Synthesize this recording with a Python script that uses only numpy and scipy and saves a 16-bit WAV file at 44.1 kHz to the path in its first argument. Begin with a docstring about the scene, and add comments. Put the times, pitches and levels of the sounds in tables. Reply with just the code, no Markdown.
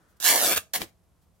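"""Two hands tear a strip of cotton over a cutting table in a small quiet room, close to the microphone.
Fingers grip the cloth; from 0.2 s threads snap one after another, fast and bright at first,
then slower while the freed cloth drums lower. At 0.73 s a short second pull parts the strip.
The loose end swishes through the air and cracks once; faint brushes of the fingers follow."""
import sys
import numpy as np
from scipy import signal
from scipy.fft import rfft, irfft, next_fast_len
from scipy.io import wavfile
from scipy.ndimage import uniform_filter1d, map_coordinates

SR = 44100
rng = np.random.default_rng(int(sys.argv[2]) if len(sys.argv) > 2 else 0)


def materialize(psi):
    """Save the field psi as 16-bit PCM at rate SR to the path in sys.argv[1].

    A 1-D psi becomes a single channel; in a 2-D psi each row is a channel.
    """
    bounded = np.clip(np.atleast_2d(psi).T, -1, 1)
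    quanta = np.round(bounded * 32767).astype(np.int16)
    wavfile.write(sys.argv[1], SR, quanta)


N = 61739
T = np.arange(N) / SR


def amp(db):
    """Decibels to gain."""
    return 10 ** (np.asarray(db) / 20)


def unit_rms(x):
    """Scales to rms 1."""
    return x / np.sqrt(np.mean(x ** 2) + 1e-20)


def at_hz(points, hz):
    """Reads a table on a log-frequency axis."""
    f, value = np.transpose(points)
    return np.interp(np.log(hz + 1), np.log(f + 1), value)


def glide(table, column=1):
    """Follows one column over time, holding its end values."""
    rows = np.array(table)
    return np.interp(T, rows[:, 0], rows[:, column])


def fader(table, column=1):
    """Gain over time from one dB column; silent outside the table."""
    rows = np.array(table)
    return amp(np.interp(T, rows[:, 0], rows[:, column], left=-150, right=-150))


def pan(db):
    """Left and right gains for a pan in dB; positive is left."""
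    gains = amp(np.array([db, -db]).reshape(2, -1) / 2)
    return gains / np.sqrt((gains ** 2).mean(0))


def delayed(x, seconds):
    """Delays a signal by a steady or moving time."""
    return map_coordinates(x, [(T - seconds) * SR], order=3)


def colour(x, points, resonances=()):
    """Minimum-phase EQ of unit energy: a colour shapes the tone and its dB are only relative."""
    hz = abs(np.fft.fftfreq(4096, 1 / SR))
    peaks_db = sum(lift * np.exp(-((hz - f) / width) ** 2) for f, width, lift in resonances)
    log_gain = np.log(amp(at_hz(points, hz) + peaks_db))
    taps = np.fft.ifft(np.exp(np.conj(signal.hilbert(log_gain)))).real[:2048]
    return signal.fftconvolve(x, taps[None] / np.linalg.norm(taps), axes=1)[:, :N]


def steady(x, window_s=.014):
    """Holds the short-time power at 1, keeping the single snaps."""
    window = np.exp(-(np.linspace(-.05, .05, 4411) / window_s * 2) ** 2)
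    window_sum = window_s * SR * np.sqrt(np.pi) / 2
    power = signal.fftconvolve((x ** 2).mean(0), window, "same")
    return x / np.sqrt(abs(power) / window_sum + 1e-9)


def resonate(x, hz, width_hz):
    """A resonance that follows a moving frequency."""
    carrier = np.exp(2j * np.pi * np.cumsum(hz) / SR)
    r = np.exp(-np.pi * width_hz / SR)
    return (carrier * signal.lfilter([(1 - r) ** 2], [1, -2 * r, r * r], x / carrier)).real


# How alike the microphone's two ports sound. Each row: frequency in Hz, likeness from 0 to 1.
PORT_LIKENESS = [(50, .15), (130, 0.17), (290, 0.732), (620, .85), (1400, 0.33), (3500, 0.55), (8000, .35),
                 (16000, 0.14)]

def ports(three):
    """Mixes one shared and two separate signals into a stereo pair, more alike in the low middle."""
    size = next_fast_len(N)
    shared = at_hz(PORT_LIKENESS, np.fft.rfftfreq(size, 1 / SR))
    spectra = rfft(three, size)
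    return irfft(np.sqrt(shared) * spectra[0] + np.sqrt(1 - shared) * spectra[1:], size)[:, :N]


def white():
    """White noise at both ports."""
    return ports(rng.standard_normal((3, N)))


def noise(points):
    """Coloured stereo noise of rms 1."""
    return unit_rms(colour(white(), points))


# Colour of the room tone. Each row: frequency in Hz, level in dB.
RUMBLE_COLOUR = [(20, -25), (48, -7), (70, -1), (117, -9), (175, -5), (230, -19), (340, -20), (650, -20),
                 (1200, -26.5), (2000, -33), (4000, -36), (12000, -35.5), (16000, -46)]

def room_tone(level_db=-65.5, shared=.55):
    """Faint low rumble of the room."""
    hiss = rng.standard_normal((3, N))
    stereo = np.sqrt(shared) * hiss[0] + np.sqrt(1 - shared) * hiss[1:]
    return amp(level_db) * unit_rms(colour(stereo, RUMBLE_COLOUR))


# The room's tail. Each row: frequency in Hz, seconds to fall 60 dB.
ROOM_T60 = [(150, .26), (700, .28), (1500, .21), (3000, .21), (6000, .23), (11000, .19), (16000, .15)]

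def room(x, early_db=-9, early_t60_s=.1, tail_db=-18, build_s=.0019):
    """Adds quick reflections from nearby surfaces, then the short tail of the room."""
    early = white() * np.clip(T / build_s - .5, 0, 1) * amp(-60 * T / early_t60_s)
    hz, t, bands = signal.stft(white(), SR, nperseg=256)
    decay = amp(-60 * t / at_hz(ROOM_T60, hz)[:, None])
    tail = signal.istft(bands * decay, SR, nperseg=256)[1][:, :N]
    tail *= np.clip(T / build_s - 1, 0, 1)
    echoes = amp(tail_db) * tail / np.linalg.norm(tail[0])
    echoes += amp(early_db) * early / np.linalg.norm(early[0])
    return x + signal.fftconvolve(x, echoes[:, :SR // 2], axes=1)[:, :N]


# Where the tear sits between the ports. Each row: time in seconds, lag of the left port in ms.
PORT_LAG = [(.24, -0.06), (.3, 0.021), (.34, 0.048), (.42, 0.068), (.5, -0.064), (.58, -0.064),
            (.74, 0.054)]
# Bounces off hands and table. 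Each row: delay in seconds, gain.
BOUNCES = [(.00042, 0.081), (.0009, -0.53), (.0014, 0.062), (.0019, .18), (.0029, -0.022)]

def near_field(x, drift_s=.00012, drift_hz=2.6, spread_s=.00004):
    """The tear moves past the ports; bounces off hands and table sweep its colour."""
    lag_s = glide(PORT_LAG) / 1000
    left, right = delayed(x[0], lag_s / 2), delayed(x[1], -lag_s / 2)
    out = np.array([left, right])
    for (delay_s, gain), (phase, apart) in zip(BOUNCES, rng.random((len(BOUNCES), 2))):
        path_s = delay_s + drift_s * np.sin(2 * np.pi * (drift_hz * T + phase))
        offset_s = spread_s * (2 * apart - 1)
        out += gain * np.array([delayed(left, path_s + offset_s), delayed(right, path_s - offset_s)])
    return out


# Fingers brushing the cloth. Each row: start in seconds, length in seconds, level in dB.
BRUSHES = [(0.08, 0.065, -70), (0.166, 0.014, -66), (1.036, .01, -73.5), (1.21, 0.054, -73),
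           (1.34, .06, -77)]
# Rustle of the grip, and air stirred by the pull. Each row: time in seconds, level in dB.
GRIP = [(0, -66.5), (.12, -70), (.2, -72)]
PULL_AIR = [(.19, -76), (.24, -62), (.3, -51), (.36, -65), (.44, -51.5), (.52, -52.5), (.58, -46),
            (.65, -80)]
# Hissy brush, dull grip, deep puff of air. Each row: frequency in Hz, level in dB.
BRUSH_COLOUR = [(100, -9.5), (1000, -4.5), (7000, -1), (16000, 0)]
GRIP_COLOUR = [(60, -7), (300, 4), (900, -3), (1550, 3), (2300, -14), (8000, -18), (16000, -27)]
AIR_COLOUR = [(20, -31), (50, -12), (90, 4.5), (150, -5), (240, -8), (500, -17), (2000, -50), (16000, -76)]

def hands():
    """The hands brush the cloth, grip it and stir the air as they pull."""
    strokes = sum(amp(db) * np.sin(np.pi * np.clip((T - start) / length, 0, 1) ** .6)
                  for start, length, db in BRUSHES)
    brushes = noise(BRUSH_COLOUR) * strokes
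    grip = noise(GRIP_COLOUR) * fader(GRIP)
    return brushes + grip + noise(AIR_COLOUR) * fader(PULL_AIR)


def fray(clicks, burst_s=.0006, burst_db=1.5, tick_cutoff_hz=5500):
    """Each click becomes a tick and a quickly dying burst of breaking fibres, at both ports."""
    decay = np.exp(-2 / (burst_s * SR))
    burst = np.sqrt(signal.lfilter([1 - decay], [1, -decay], clicks ** 2) + 1e-20)
    pole = np.exp(-2 * np.pi * tick_cutoff_hz / SR)
    ticks = signal.lfilter([1 - pole], [1, -pole], clicks)
    return ports(amp(burst_db) * burst * rng.choice([-1., 1.], (3, N))) - ticks


def placed_snaps(cues):
    """One frayed, panned click per cue, its level taken over a millisecond."""
    out = np.zeros((2, N))
    for start, db, pan_db in cues:
        click = (np.arange(N) == round(start * SR)) * amp(db) * np.sqrt(SR / 1000)
        out += fray(click) * pan(pan_db)
    return out


# Resonances of the taut cloth above the table. 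Each row: centre in Hz, width in Hz, lift in dB.
CLOTH_RESONANCES = [(580, 110, -2), (1095, 110, 3), (1400, 110, -1.5), (1700, 130, 5), (1950, 90, -0.5),
                    (2274, 190, 4), (2480, 90, -6.5), (2760, 120, 0.5), (3030, 100, -2), (3537, 460, 0)]

def through_cloth(snaps, points):
    """Gives snaps a colour together with the cloth's resonances."""
    return colour(snaps, points, CLOTH_RESONANCES)


# The loose end flying past. Each row: time in seconds, swish in dB, pushed air in dB.
SWEEP = [(.745, -65, -68), (.772, -40.5, -51.5), (.797, -42.5, -49), (.812, -34.5, -55), (.826, -34, -70),
         (.844, -44, -50), (.856, -60, -55), (.9, -64, -70)]
# Two hits that fuse into one crack. Each row: start in seconds, relative level in dB, pan in dB.
CRACK_HITS = [(.8175, -19, 9), (.8188, -19, 2)]
# Soft swish and hard crack. Each row: frequency in Hz, level in dB.
SWISH_COLOUR = [(60, -15), (250, 11), (600, 3), (1000, -5), (2200, 0), (4000, -4), (8000, -5.5),
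                (13000, -5), (16000, -5)]
CRACK_COLOUR = [(60, -8), (300, -2), (1100, -3), (2300, 3), (3300, 3), (5500, -9), (16000, -15)]

def loose_end(crack_db=-5.5, right_lag_s=.0003266):
    """The freed strip swishes, pushes air and cracks like a small flag."""
    left, right = through_cloth(placed_snaps(CRACK_HITS), CRACK_COLOUR)
    # It cracks far to the left, so the right port hears it later.
    crack = amp(crack_db) * np.array([left, delayed(right, right_lag_s)])
    swish = noise(SWISH_COLOUR) * fader(SWEEP) * pan(db=-2)
    return crack + swish + noise(AIR_COLOUR) * fader(SWEEP, column=2)


# Accents within the rips. Each row: start in seconds, relative level in dB, pan in dB.
STOUT_THREADS = [(.2022, -31, -4), (.2108, -31, -4), (.2268, -22, -4), (.2434, -17, -4), (.3608, -18, -3),
                 (.3822, -22, -2), (.4005, -22, -4), (.408, -21, -3), (.4157, -20, -1), (.4237, -22, -3),
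                 (.4337, -19, -3), (.4622, -16, 2), (.4957, -20, 1), (.5222, -18, 1), (.5484, -23, 1),
                 (.5624, -19, 3), (.7373, -21, -4)]
# Bright snap and low drum of the cloth, also used by the rips. Each row: frequency in Hz, level in dB.
SNAP_COLOUR = [(60, -29.5), (300, -28), (600, -6.5), (1100, 0.5), (2200, -5), (3500, 4.5), (5500, 3),
               (8000, 3), (11000, 3.5), (14000, 4.5), (16000, -5)]
DRUM_COLOUR = [(30, -40), (100, -13.5), (190, -14.5), (300, -1), (430, -9.5), (600, -5.5), (820, -4),
               (1100, -1.5), (2000, -10), (5000, -30.5), (16000, -55.5)]

def stout_threads(tick_db=-4, body_db=-20):
    """Thicker threads hold a moment longer and break with a louder tick."""
    snaps = placed_snaps(STOUT_THREADS)
    return amp(tick_db) * through_cloth(snaps, SNAP_COLOUR) + amp(body_db) * colour(snaps, DRUM_COLOUR)


# Pace of the tear. Each row: time in seconds, threads per second.
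TEAR_SPEED = [(.2, 300), (.235, 600), (.26, 1223), (.3, 1300), (.35, 780), (.395, 360), (.44, 650),
              (.47, 800), (.5, 550), (.55, 450), (.58, 733), (.74, 1325)]

def snapping_threads(gap_spread=.5, size_spread_db=3, rub_db=-7):
    """The tear runs through unevenly spaced, unevenly strong threads; loose fibres rub in between."""
    gap_draws, size_draws = rng.standard_normal((3000, 2)).T
    gaps = np.exp(gap_spread * gap_draws - gap_spread ** 2 / 2)
    sizes = amp(size_spread_db * np.clip(size_draws, -2, 1))
    threads_passed = np.cumsum(glide(TEAR_SPEED)) / SR
    break_samples = np.searchsorted(threads_passed, np.cumsum(gaps))
    clicks = np.bincount(break_samples, sizes, N + 1)[:N]
    snaps = steady(fray(clicks)) + amp(rub_db) * white()
    return snaps - uniform_filter1d(snaps, size=801, axis=1)  # trims the sub-bass


# The cloth's note. Each row: time in seconds, pitch in Hz.
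CLOTH_NOTE = [(.24, 1190), (.295, 1010), (.33, 905), (.38, 751), (.44, 653), (.58, 640), (.74, 801.3)]

def drumming_cloth(snaps, note_db=-14.5):
    """Snaps pluck the taut cloth; its note sinks through the long rip as the freed part grows."""
    note = steady(resonate(snaps, glide(CLOTH_NOTE), width_hz=420))
    body = steady(colour(snaps, DRUM_COLOUR))
    return (body + amp(note_db) * note) / np.hypot(1, amp(note_db))


# The two pulls. Each row: time in seconds, snapping threads in dB, drumming cloth in dB, pan in dB.
LONG_RIP = [(.2, -43.5, -76, -3.5), (.224, -35.5, -59.5, -8.5), (.243, -24, -44.5, -6),
            (.254, -19, -43.5, -2), (.275, -17.5, -42, -5.5), (.293, -17.5, -33, -1),
            (.309, -17, -32, -0.5), (.337, -22.5, -30, 2), (.359, -21.5, -27, -3.5), (.398, -26, -37.5, -1),
            (.431, -22.5, -28, -4), (.47, -22, -32, 4.5), (.49, -24.5, -31, -4), (.529, -23, -30, 2.5),
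            (.556, -34, -54, -0.5), (.577, -19, -29.5, 2), (.585, -39.5, -55, -21.5), (.61, -77, -76, -20)]
SHORT_RIP = [(.734, -46, -62, -1.14), (.738, -23.5, -49, -1.02), (.748, -28, -42.5, -1.17),
             (.762, -22, -40, 0.38), (.769, -34, -43, 0.48), (.785, -36, -49, 0)]
# Hoarse upper mids, peaking as the long pull starts and ends. Each row: time in seconds, level in dB.
RASP = [(.235, -54.5), (.265, -29.5), (.3, -29), (.35, -33), (.43, -35.5), (.5, -36), (.53, -26),
        (.556, -43), (.577, -25), (.59, -47)]
# Colours of the rasp and of the short pull's snaps. Each row: frequency in Hz, level in dB.
RASP_COLOUR = [(200, -34.5), (1000, -9), (1700, -6), (2300, -2.5), (3300, 1), (4300, -8.5), (9000, -27.5),
               (16000, -41.5)]
SHORT_SNAP_COLOUR = [(60, -52), (300, -20.5), (700, -1), (1300, -4), (1800, -3), (3000, -0.5), (5000, -2.5),
                     (8000, -4.5), (11500, -1), (14000, -3), (16000, -4)]

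def rips():
    """A long pull, then a short one: one stream of snaps ticks, rasps and drums the cloth."""
    snaps = snapping_threads()
    drum = drumming_cloth(snaps)
    out = steady(through_cloth(snaps, RASP_COLOUR)) * fader(RASP)
    for pull, snap_colour in (LONG_RIP, SNAP_COLOUR), (SHORT_RIP, SHORT_SNAP_COLOUR):
        threads = steady(through_cloth(snaps, snap_colour)) * pan(glide(pull, column=3))
        out += threads * fader(pull) + drum * fader(pull, column=2)
    return out


def scene():
    """Both rips, the loose end and the handling, in the room."""
    tear = near_field(rips() + stout_threads())
    return room(tear + loose_end() + hands()) + room_tone()


# Tone of the left port against the right. Each row: frequency in Hz, left minus right in dB.
PORT_TILT = [(300, -1), (1400, 2.5), (3000, 1), (5400, 1.5), (7300, -9.5), (8700, 3.5), (10000, -5.5),
             (12200, -1.5), (16000, 2.5)]

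def record(dry, cutoff_hz=16000):
    """Each port adds its own colour, then a low-pass cuts the very top."""
    tilt = pan(at_hz(PORT_TILT, np.fft.rfftfreq(N, 1 / SR)))
    heard = irfft(rfft(dry) * tilt, N)
    lowpass = signal.firwin(401, cutoff_hz, window=("kaiser", 9), fs=SR)
    return signal.oaconvolve(heard, lowpass[None], "same")


dry = scene()
out = record(dry)
materialize(out)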